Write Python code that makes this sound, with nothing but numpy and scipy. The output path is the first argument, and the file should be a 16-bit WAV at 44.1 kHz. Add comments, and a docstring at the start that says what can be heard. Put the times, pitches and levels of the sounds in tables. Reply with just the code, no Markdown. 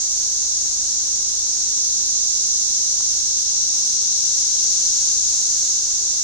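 """Cicadas fill the woods on a river bank, ahead and on both flanks, while a tape camcorder turns slowly left.
Thousands of tymbal clicks ring bodies of many sizes and merge into a drone that drifts in level and pitch.
Water and leaves murmur underneath as shaped noise, and one small knock sounds.
The camcorder picks up its own head drum as steady lines, stores sum and difference of its two sides
on companded tracks with hiss, and overloads both at loud peaks."""
import sys
import numpy as np
from scipy import signal
from scipy.fft import rfft, irfft
from scipy.io import wavfile
from scipy.ndimage import uniform_filter1d

SR = 44100
rng = np.random.default_rng(int(sys.argv[2]) if len(sys.argv) > 2 else 0)


def master_out(mix):
    """Clip the mix to full scale and print it as 16-bit PCM to the path in sys.argv[1]."""
    frames = np.transpose(np.atleast_2d(mix))
    ceiling = np.clip(frames, -1, 1)
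    pcm = np.round(ceiling * 32767).astype(np.int16)
    wavfile.write(sys.argv[1], SR, pcm)


N = 274743
TIME = np.arange(N) / SR


def undb(db):
    """Amplitude factor of a level in dB."""
    return 10 ** (np.asarray(db) / 20)


def unit(x):
    """The same sound at an rms of 1."""
    return x / np.sqrt(np.mean(x ** 2))


# water and leaves around the microphone, as noise density:
# columns f/Hz, level of the sum/dB per Hz, level of the difference/dB per Hz, left minus right/dB
MURMUR_SPECTRUM = [(20, -74.5, -66, 3.5), (54, -75.5, -64.5, 3.5), (124, -78, -71.5, 1), (383, -80, -76, 2),
                   (910, -85, -81, 3.5), (1940, -87, -85, 2.5), (3270, -89.5, -98, 8),
                   (8800, -105, -105, 3), (14500, -102, -94, 0)]


def murmur():
    """Water and leaves: smooth noise, strongest in the bass and there wider than it is centred."""
    hz, *columns = np.transpose(MURMUR_SPECTRUM)
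    log_bins = np.log(np.arange(N // 2 + 1) * SR / N + 1)
    sum_db, difference_db, pan_db = (np.interp(log_bins, np.log(hz), c) for c in columns)

    def noise_spectrum(density_db):
        """White noise shaped to a density per Hz."""
        return undb(density_db) * rfft(rng.standard_normal(N)) * np.sqrt(SR / 2)

    both = noise_spectrum(sum_db)
    apart = noise_spectrum(difference_db)
    left = (both + apart) * undb(pan_db / 2)
    right = (both - apart) * undb(-pan_db / 2)
    return irfft(np.array([left, right]), N)


DRUM_HZ = 29.97  # turning rate
DRUM_RIGHT_DB = -8.5  # right side against left
# strongest lines of the head drum, inside the camcorder:
# columns f/multiple of the turning rate, level on the left/dB rms
DRUM_LINES = [(1.0, -48), (1.5, -60), (2.0, -47), (3.0, -57), (8.0, -60), (15.0, -65), (16.0, -63),
              (17.0, -62), (18.0, -65), (20.0, -65), (31.0, -67), (32.0, -60), (36.0, -66)]
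# faint combs of lines under them:
# columns f spacing/multiple of the turning rate, level on the left at the 10th multiple/dB rms
DRUM_COMBS = [(1.0, -69), (1.5, -71)]
COMB_DB_PER_OCTAVE, COMB_SCATTER_DB = -2.5, 2
COMB_TOP = 60  # multiples stay below this


def drum():
    """Head drum: steady lines on its turning rate, shaking the two sides in opposite sign."""
    lines = dict(DRUM_LINES)
    for spacing, db in DRUM_COMBS:
        for multiple in np.arange(spacing, COMB_TOP, spacing):
            slope_db = COMB_DB_PER_OCTAVE * np.log2(multiple / 10)
            scatter_db = COMB_SCATTER_DB * rng.standard_normal()
            lines.setdefault(multiple, db + slope_db + scatter_db)  # strong lines stay as they are
    buzz = 0
    for multiple, rms_db in lines.items():
        cycles = multiple * DRUM_HZ * TIME + rng.random()
        buzz = buzz + np.sqrt(2) * undb(rms_db) * np.sin(2 * np.pi * cycles)
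    return np.array([buzz, -undb(DRUM_RIGHT_DB) * buzz])


# a small knock: columns t/s, peak level before panning/dB, f/Hz, left minus right/dB
KNOCK = [(3.006, -32, 1130, 5)]


def knock(width_s=0.00062):
    """Small knock: about one and a half cycles under a narrow bell."""
    out = 0
    for start_s, peak_db, hz, pan_db in KNOCK:
        t = TIME - start_s - width_s
        side_gain = undb(peak_db + np.array([[pan_db], [-pan_db]]) / 2)
        bell = np.exp(-(t / width_s) ** 2)
        out = out + side_gain * bell * np.cos(2 * np.pi * hz * t)
    return out


CLICK_HZ = 260.5  # typical tymbal clicks a second of one insect


def clicks(count, jitter=.08, size_db=3.0):
    """Tymbals: click trains of many insects, each at its own uneven rate."""
    steps = int(1.5 * 400 * N / SR)  # enough clicks to outlast the scene
    own_pace = rng.uniform(.8, 1.25, (count, 1))
    unevenness = 1 + jitter * rng.standard_normal((count, steps))
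    period = SR / CLICK_HZ * own_pace * unevenness  # in samples
    head_start = SR / 20 * rng.random((count, 1))
    at = (np.cumsum(period, axis=1) - head_start).astype(int)
    size = undb(size_db * rng.standard_normal(at.shape))
    size = size * rng.choice([-1, 1], at.shape)  # buckling in or out
    heard = (at >= 0) & (at < N)
    return np.bincount(at[heard], size[heard], N)


def ring(x, hz, width_hz):
    """A resonance passed twice: tymbal and air sac, steep skirts."""
    b, a = signal.iirpeak(hz, hz / width_hz, SR)
    return signal.lfilter(b, a, signal.lfilter(b, a, x))


def walk(rate):
    """Random levels held 1 / rate s and slewed twice; spread near 1."""
    hold = int(SR / rate)
    steps = np.repeat(rng.standard_normal(N // hold + 1), hold)
    return 0.95 * uniform_filter1d(uniform_filter1d(steps, hold), hold)[:N]


BODY_WIDTH_HZ, BODY_SCATTER = 873, 0.069  # ring of one abdomen; spread of sizes as a share of the pitch
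LOW_SHOULDER_HZ, LOW_WIDTH_HZ = 4416, 764
HIGH_SHOULDER_HZ, HIGH_WIDTH_HZ, HIGH_SCATTER = 8220, 440, 0.045


def crowd(pitch_hz, low_db, high_db, count=9, swell_db=1.0):
    """Groups of insects by body size; small ones take over when the pitch of the drone rises."""
    centre_hz = np.mean(pitch_hz)
    lean = (pitch_hz / centre_hz - 1) / BODY_SCATTER
    body = low = high = 0
    for z in np.linspace(-2, 2, count):  # large bodies to small ones
        share = np.exp(-(z - lean) ** 2 / 4) * undb(swell_db * walk(12.5))
        train = share * clicks(count=30)
        tune = 1 + BODY_SCATTER * z
        body = body + ring(train, centre_hz * tune, BODY_WIDTH_HZ)
        low = low + ring(train, LOW_SHOULDER_HZ * tune, LOW_WIDTH_HZ)
        high = high + ring(train, HIGH_SHOULDER_HZ * (1 + HIGH_SCATTER * z), HIGH_WIDTH_HZ)
    return unit(body) + undb(low_db) * unit(low) + undb(high_db) * unit(high)


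LOW_SHOULDER_DB, HIGH_SHOULDER_DB = -12, -19  # against the body ring; the high one on average
HIGH_SINK_DB_PER_DB = 0.45  # the high shoulder lags behind when the crowd ahead swells
# the crowd in the woods as the camcorder turns:
# columns t/s, level ahead/dB, flanks minus ahead/dB, left minus right/dB, body pitch f/Hz
CROWD_COURSE = [(0.0, -24, 2, -1, 6264), (1.3, -24.5, 2.5, -0.5, 6170), (2.3, -23.5, 3.3, -2, 6190),
                (3.3, -23.5, 3, -1, 6120), (4.2, -22, 1.5, 1.5, 6090), (4.9, -20, 0, 1.5, 6190),
                (5.4, -21, 0.3, 0.5, 6260), (6.2, -23.5, 1.5, -0.5, 6210)]


def cicadas():
    """Cicadas: the crowd ahead reaches both sides alike, the flanks in opposite sign."""
    s, *columns = np.transpose(CROWD_COURSE)
    level_db, flank_db, pan_db, pitch_hz = (np.interp(TIME, s, c) for c in columns)
    high_db = HIGH_SHOULDER_DB - HIGH_SINK_DB_PER_DB * (level_db - np.mean(level_db))
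    ahead = crowd(pitch_hz, LOW_SHOULDER_DB, high_db)
    flanks = undb(flank_db) * crowd(pitch_hz, LOW_SHOULDER_DB, high_db)
    side_gain = undb(level_db + np.array([pan_db, -pan_db]) / 2)
    return side_gain * np.array([ahead + flanks, ahead - flanks])


def scene():
    """The river bank as it reaches the two sides of the microphone, with the drum's buzz."""
    return cicadas() + murmur() + drum() + knock()


EMPHASIS_HZ = 2500., 12000.  # corners of the treble lift before the tape, undone after it
LOPSIDED = .93  # the upward swing clips first


def overload(x, ceiling):
    """The treble-lifted signal hits a ceiling; undoing the lift leaves a dull crackle at each loud peak."""
    zero, pole = np.exp(-2 * np.pi * np.array(EMPHASIS_HZ) / SR)
    # the lift has a gain of 1 at 6200 Hz, near the drone
    scale = abs(signal.freqz([1, -zero], [1, -pole], [6200], fs=SR)[1][0])
    lifted = signal.lfilter([1, -zero], [1, -pole], x) / scale
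    lifted = signal.resample_poly(lifted, 2, 1)  # clip at twice the sample rate
    clipped = np.clip(lifted, -ceiling, LOPSIDED * ceiling)
    clipped = signal.resample_poly(clipped, 1, 2)
    return scale * signal.lfilter([1, -pole], [1, -zero], clipped)


def track(x, ceiling, bend_db, hiss_db, follow_s=.03):
    """One companded tape track: hiss and a square term ride on the loudness."""
    x = overload(x, ceiling)
    loudness = np.sqrt(uniform_filter1d(x ** 2, int(follow_s * SR)) + 1e-9)
    # the square term is an octave above the drone and a weaker rumble below it
    bend = signal.lfilter(*signal.butter(1, 2500., "high", fs=SR), x ** 2 / loudness)
    hiss_band = signal.butter(1, [900., 3500.], "band", fs=SR)
    hiss = signal.lfilter(*hiss_band, rng.standard_normal(N)) * loudness
    return x + undb(bend_db) * bend + undb(hiss_db) * hiss


SUM_CEILING, DIFFERENCE_CEILING = .215, .24  # in the treble-lifted signal
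SUM_TRACK, DIFFERENCE_TRACK = (-60, -27), (-36, -27)  # (square term dB, tape hiss dB)
TOP_HZ = 15660  # final cut


def record(dry):
    """Camcorder: sum and difference go to separate tracks; the top fades and is cut."""
    both = track((dry[0] + dry[1]) / 2, SUM_CEILING, *SUM_TRACK)
    apart = track((dry[0] - dry[1]) / 2, DIFFERENCE_CEILING, *DIFFERENCE_TRACK)
    wet = [both + apart, both - apart]
    wet = signal.sosfilt(signal.butter(2, 12., "high", fs=SR, output="sos"), wet)
    wet = signal.sosfilt(signal.cheby1(6, 1, 15150., fs=SR, output="sos"), wet)
    return signal.sosfilt(signal.ellip(10, .5, 70, TOP_HZ, fs=SR, output="sos"), wet)


dry = scene()
out = record(dry)
master_out(out)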